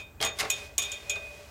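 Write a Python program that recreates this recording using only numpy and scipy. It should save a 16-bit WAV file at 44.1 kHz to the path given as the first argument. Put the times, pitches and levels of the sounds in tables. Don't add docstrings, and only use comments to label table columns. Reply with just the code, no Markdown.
import sys
import numpy as np
from scipy import signal
from scipy.fft import rfft, irfft, next_fast_len
from scipy.io import wavfile
from scipy.ndimage import uniform_filter1d

SR = 44100
rng = np.random.default_rng(int(sys.argv[2]) if len(sys.argv) > 2 else 0)


def digitize_waveform(pressure):
    field = np.atleast_2d(pressure).T
    bounded = np.clip(field, -1, 1)
    quanta = np.round(bounded * 32767).astype(np.int16)
    wavfile.write(sys.argv[1], SR, quanta)


def amplitude_ratio(level_db):
    exponent = np.asarray(level_db, float) / 20
    return 10 ** exponent


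N = 66150
NOISE_TOP_HZ = 15900


def unit(x):
    return x / np.sqrt(np.mean(x ** 2) + 1e-20)


def along(points, hz):
    point_hz, value = np.transpose(points)
    return np.interp(np.log(hz + 1), np.log(point_hz + 1), value)


def filtered(x, response):
    size = next_fast_len(len(x) + SR // 2)
    spectrum = rfft(x, size) * response(np.fft.rfftfreq(size, 1 / SR))
    return irfft(spectrum, size)[:len(x)]


def tilt(hz, db_per_octave):
    return amplitude_ratio(db_per_octave * np.log2(np.clip(hz, 500, 16000) / 3000))


def dying(spectrum, t60s, tilt_db):
    noise = filtered(rng.standard_normal(SR // 2), lambda hz: amplitude_ratio(along(spectrum, hz)) * tilt(hz, tilt_db))
    hz, t, bins = signal.stft(unit(noise), SR, nperseg=128)
    t60 = np.clip(along(t60s, hz), .01, 2)[:, None]
    return signal.istft(bins * amplitude_ratio(-60 * t / t60), SR, nperseg=128)[1][:SR // 2]


def crunch(size, depth_db):
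    lumps = unit(uniform_filter1d(rng.standard_normal(size), size=40))
    return amplitude_ratio(depth_db * np.clip(lumps, -2, 2))


def add(track, s, sound):
    i = round(s * SR)
    part = sound[max(-i, 0):N - i]
    track[max(i, 0):][:len(part)] += part


# (time [s], relative level [dB], treble tilt [dB per octave], shelf above 9.5 kHz [dB])
CLANK_BLOWS = [(-0.04, -19.5, -6, 0), (0.2356, -15, -7.5, -8), (.248, -22, 5.5, -6.5),
               (0.5005, -13, 0, -0.5), (0.7802, -11, 0.5, -0.5), (0.8202, -18.5, -2.5, -5),
               (.828, -25, 0, -3.5), (.837, -25, -2, -12), (.849, -51, 5, 10), (0.9174, -21, -1, -10),
               (1.0963, -15.5, -0.45, -7)]
# (frequency [Hz], spread [Hz], relative level [dB], decay t60 [s])
RING_MODES = [(2337, 36.7, -11.5, 0.19), (2840, 45, -24, 0.3), (3295, 68.2, -13, 0.2),
              (3473, 51, -13.5, 0.15), (3647, 17.6, -10.5, 0.31), (5424, 250, -14, 0.11),
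              (5930, 380, -23.5, 0.068), (6570, 60, -8, 0.053), (6693, 62, -5, 0.14), (6910, 79, -2, 0.057),
              (7500, 45, -15.5, 0.032), (8480, 140, -10.5, 0.066), (9140, 276, -15.5, 0.072),
              (11130, 137, -14, 0.092), (13470, 640, -9, 0.056)]
# (frequency [Hz], relative density [dB per Hz])
JANGLE_SPECTRUM = [(150, -35), (500, -19.5), (1800, -13.5), (2800, -1.5), (3600, 1.5), (4600, -9),
                   (6700, 3.5), (8600, 0.5), (10300, -12.5), (13500, -9), (16000, -28), (17000, -64)]
# (frequency [Hz], t60 [s])
JANGLE_DECAY = [(300, 0.22), (2000, 0.17), (6000, 0.048), (15000, 0.073)]
PARTNER_DB, SCATTER_DB = -4, 3
PHASE_SPREAD_RAD = 1.27
RATTLE = .3
CLANK_RISE_S = 0.0005
JANGLE_DB, CRUNCH_DB = -3, 4
CRACK_DB, CRACK_T60_S = 6, 0.0022
SNAP_DB, SNAP_HZ, SNAP_DECAY_S = 13, 7400, 0.0008


def clanks():
    out = np.zeros(N)
    t = np.arange(SR // 3) / SR
    hz, spread_hz, level_db, t60 = np.repeat(RING_MODES, 5, axis=0).T[:, :, None]
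    partner = (np.arange(len(hz)) % 5 > 0)[:, None]
    mode_rise = 1 - np.exp(-t / (CLANK_RISE_S * (6700 / hz) ** 3))
    blow_rise = 1 - np.exp(-t / CLANK_RISE_S)
    snap = amplitude_ratio(SNAP_DB) * np.exp(-t / SNAP_DECAY_S) * np.sin(2 * np.pi * SNAP_HZ * t)
    for s, db, tilt_db, top_db in CLANK_BLOWS:
        shift, size, turn = rng.standard_normal((3, *hz.shape)) * np.where(partner, 1, .25)
        mode_db = level_db + PARTNER_DB * partner + SCATTER_DB * size
        gain = amplitude_ratio(mode_db - 60 * t / t60) * tilt(hz, tilt_db)
        phase_steps = rng.standard_normal((len(hz), len(t)))
        wander = np.sqrt(2 * np.pi * RATTLE * spread_hz / SR) * phase_steps.cumsum(axis=1)
        phase = 2 * np.pi * (hz + spread_hz * shift) * t + PHASE_SPREAD_RAD * turn + wander
        ring = (gain * mode_rise * np.sin(phase)).sum(axis=0)
        loose = dying(JANGLE_SPECTRUM, JANGLE_DECAY, tilt_db)[:len(t)]
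        loose = loose * (amplitude_ratio(JANGLE_DB) + amplitude_ratio(CRACK_DB - 60 * t / CRACK_T60_S))
        blow = (ring + snap + loose * crunch(len(t), CRUNCH_DB)) * blow_rise
        shelved = filtered(blow, lambda f: amplitude_ratio(top_db / (1 + (9500 / (f + 1)) ** 8)))
        add(out, s, amplitude_ratio(db - 12) * shelved)
    return out


# (frequency [Hz], t60 [s])
FRAME_DECAY = [(300, 0.42), (3000, 0.27), (12000, 0.1)]


def frame(hits):
    delay_s = 0.0092
    tail = np.pad(dying([(20, 0)], FRAME_DECAY, 0), (round(delay_s * SR), 0))
    return signal.fftconvolve(hits, tail / np.linalg.norm(tail))[:N]


# (time [s], level [dB])
SONG_STRETCHES = [
    [(0.0, -41), (0.014, -43), (0.17, -74.5), (0.2, -57)],
    [(0.249, -47), (0.259, -32.5), (0.367, -61), (0.39, -56)],
    [(0.503, -28), (0.56, -44), (0.59, -50), (0.635, -46), (0.76, -66)],
    [(0.783, -36), (0.86, -43.5), (0.95, -42), (0.982, -49), (1.002, -62), (1.095, -49)],
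    [(1.099, -31.5), (1.148, -36.5), (1.162, -33.5), (1.207, -47.5), (1.25, -40.5), (1.4, -57.5),
     (1.5, -68)],
]
SONG_PITCHES = [2491, 2496, 2494, 2484, 2490]


def song():
    rise_s = 0.001212
    out = np.zeros(N)
    for hz, rows in zip(SONG_PITCHES, SONG_STRETCHES):
        s, db = np.transpose(rows)
        t = np.arange(s[0], s[-1] + 4 * rise_s, 1 / SR)
        fade_in = 1 - np.exp(-(t - s[0]) / rise_s)
        fade_out = 1 - np.exp((t - t[-1]) / rise_s)
        tone = np.sqrt(2) * np.sin(2 * np.pi * hz * t)
        add(out, s[0] - 2 * rise_s, amplitude_ratio(np.interp(t, s, db)) * tone * fade_in * fade_out)
    return out


# (frequency [Hz], width [Hz], first fall level [dB], second fall level [dB], sliding level [dB])
RAIL_MODES = [(410.3, 12, -1.5, 1.5, -0.5), (460, 26, -1.5, 1, -8.5), (582.6, 14.3, -16, -6, 3.5),
              (655.3, 15.8, 4.5, -15, -3.5), (700.3, 15.6, -2.5, -4, -12.5), (785, 21, 4, 0, -8.5),
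              (1079, 11, -24, -5, -13), (1150, 30, -3, 2, -12.5), (1562, 15, -19, -4, -2.5),
              (1964, 24.5, -1.5, -5, -5), (2134, 46, -5, -4, -16), (2703, 19, -8, -6, -9),
              (3240, 24, 1.5, -38, -8)]


def rails(x, excitation):
    def response(f):
        total = 0
        for k, (center, width, *db) in enumerate(RAIL_MODES):
            band = 1j * f * width / (center * center - f * f + 1j * f * width)
            total = total + (-1) ** k * amplitude_ratio(db[excitation]) * band
        return total
    return filtered(x, response)


def slips():
    happens = rng.random(N) < 2500 / SR
    return happens * amplitude_ratio(rng.uniform(-4.2, 9.9, N)) * rng.standard_normal(N)


# (time [s], level of the rails' hum [dB], level of the hiss [dB])
SLIDE_LEVELS = [(0, -54, -49), (0.048, -60, -65.5), (.19, -64, -68.5), (.3, -49, -65), (.36, -50, -53.5),
                (.57, -49.5, -44), (0.656, -54, -48.5), (0.698, -51, -57), (.77, -62.5, -60.5),
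                (.86, -52.5, -46.5), (.96, -51.5, -50.5), (1.04, -51.5, -51.5), (1.18, -46.5, -53),
                (1.3, -53.5, -53), (1.4, -53.5, -53), (1.5, -58, -55.5)]
# (frequency [Hz], relative density [dB per Hz])
HISS_SPECTRUM = [(470, -27), (800, -10.5), (1460, -15), (2350, -9.5), (2530, -1.5), (2630, -11),
                 (6820, -16), (16000, -32.5)]


def slide():
    s, hum_db, hiss_db = np.transpose(SLIDE_LEVELS)
    t = np.arange(N) / SR
    hum = unit(filtered(rails(slips(), excitation=2), lambda hz: tilt(hz, -3)))
    rub = unit(slips()) * 0.49 + rng.standard_normal(N)
    hiss = unit(filtered(rub, lambda hz: amplitude_ratio(along(HISS_SPECTRUM, hz)) * (hz < NOISE_TOP_HZ)))
    return amplitude_ratio(np.interp(t, s, hum_db)) * hum + amplitude_ratio(np.interp(t, s, hiss_db)) * hiss


# (frequency [Hz], relative density [dB per Hz])
AIR_SPECTRUM = [(15, -28), (30, -17), (60, -1), (110, -6.5), (150, -16), (373, -19), (575, -27),
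                (800, -23.5), (1740, -30), (3080, -82), (7500, -36.5), (10500, -50), (13500, -36.5),
                (16000, -40)]


def air():
    noise = rng.standard_normal(N)
    return amplitude_ratio(-52) * unit(filtered(noise, lambda hz: amplitude_ratio(along(AIR_SPECTRUM, hz)) * (hz < NOISE_TOP_HZ)))


# (time [s], relative level [dB], treble tilt [dB per octave])
KNOCK_BLOWS = [(0.202, -23, -3.5), (0.2118, -20, 5), (0.2243, -13, 2.05), (0.2395, -25, -1),
               (0.26, -22.5, 0.1), (0.2697, -31, -1), (0.367, -41, 6), (0.375, -37, 2), (0.3865, -20, 4.5),
               (0.3955, -12.5, 4.5), (0.405, -15.5, 1.5), (0.426, -21, -2), (0.447, -25.5, -1),
               (0.782, -31, -3), (0.894, -41.5, 3), (1.155, -32, 0.5)]
# (frequency [Hz], relative density [dB per Hz])
KNOCK_SPECTRUM = [(59, -43), (100, -3), (283, -7.5), (768, -6.5), (910, -7.5), (1720, -3.5), (3190, 0.5),
                  (3780, 0), (13500, -21), (15800, -34), (16300, -80)]
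# (frequency [Hz], t60 [s])
KNOCK_DECAY = [(200, 0.084), (1000, 0.23), (3000, 0.045), (8000, 0.071), (15000, 0.039)]
PLANK_DB, RAIL_HUM_DB = -8.5, 7
KNOCK_RISE_S, KNOCK_CRUNCH_DB = 0.0015, 3.5
SECOND_FALL_S = .35


def knocks():
    planks, push = np.zeros(N), np.zeros(N)
    rise = 1 - np.exp(-np.arange(SR // 2) / SR / KNOCK_RISE_S)
    for s, db, tilt_db in KNOCK_BLOWS:
        burst = dying(KNOCK_SPECTRUM, KNOCK_DECAY, tilt_db) * crunch(SR // 2, KNOCK_CRUNCH_DB)
        burst = amplitude_ratio(db) * burst * rise
        add(planks, s, amplitude_ratio(PLANK_DB) * burst)
        add(push, s, burst[:SR // 100])
    late = np.arange(N) > SECOND_FALL_S * SR
    hum = rails(push * ~late, excitation=0) + rails(push * late, excitation=1)
    return planks + amplitude_ratio(RAIL_HUM_DB) * hum


def scene():
    hits = clanks() + knocks()
    mix = hits + amplitude_ratio(-11.5) * frame(hits) + song() + slide() + air()
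    return mix[None]


def top_cut(x):
    return signal.sosfilt(signal.butter(12, 16670, fs=SR, output="sos"), x)


def record(dry):
    return top_cut(dry)


dry = scene()
out = record(dry)
digitize_waveform(out)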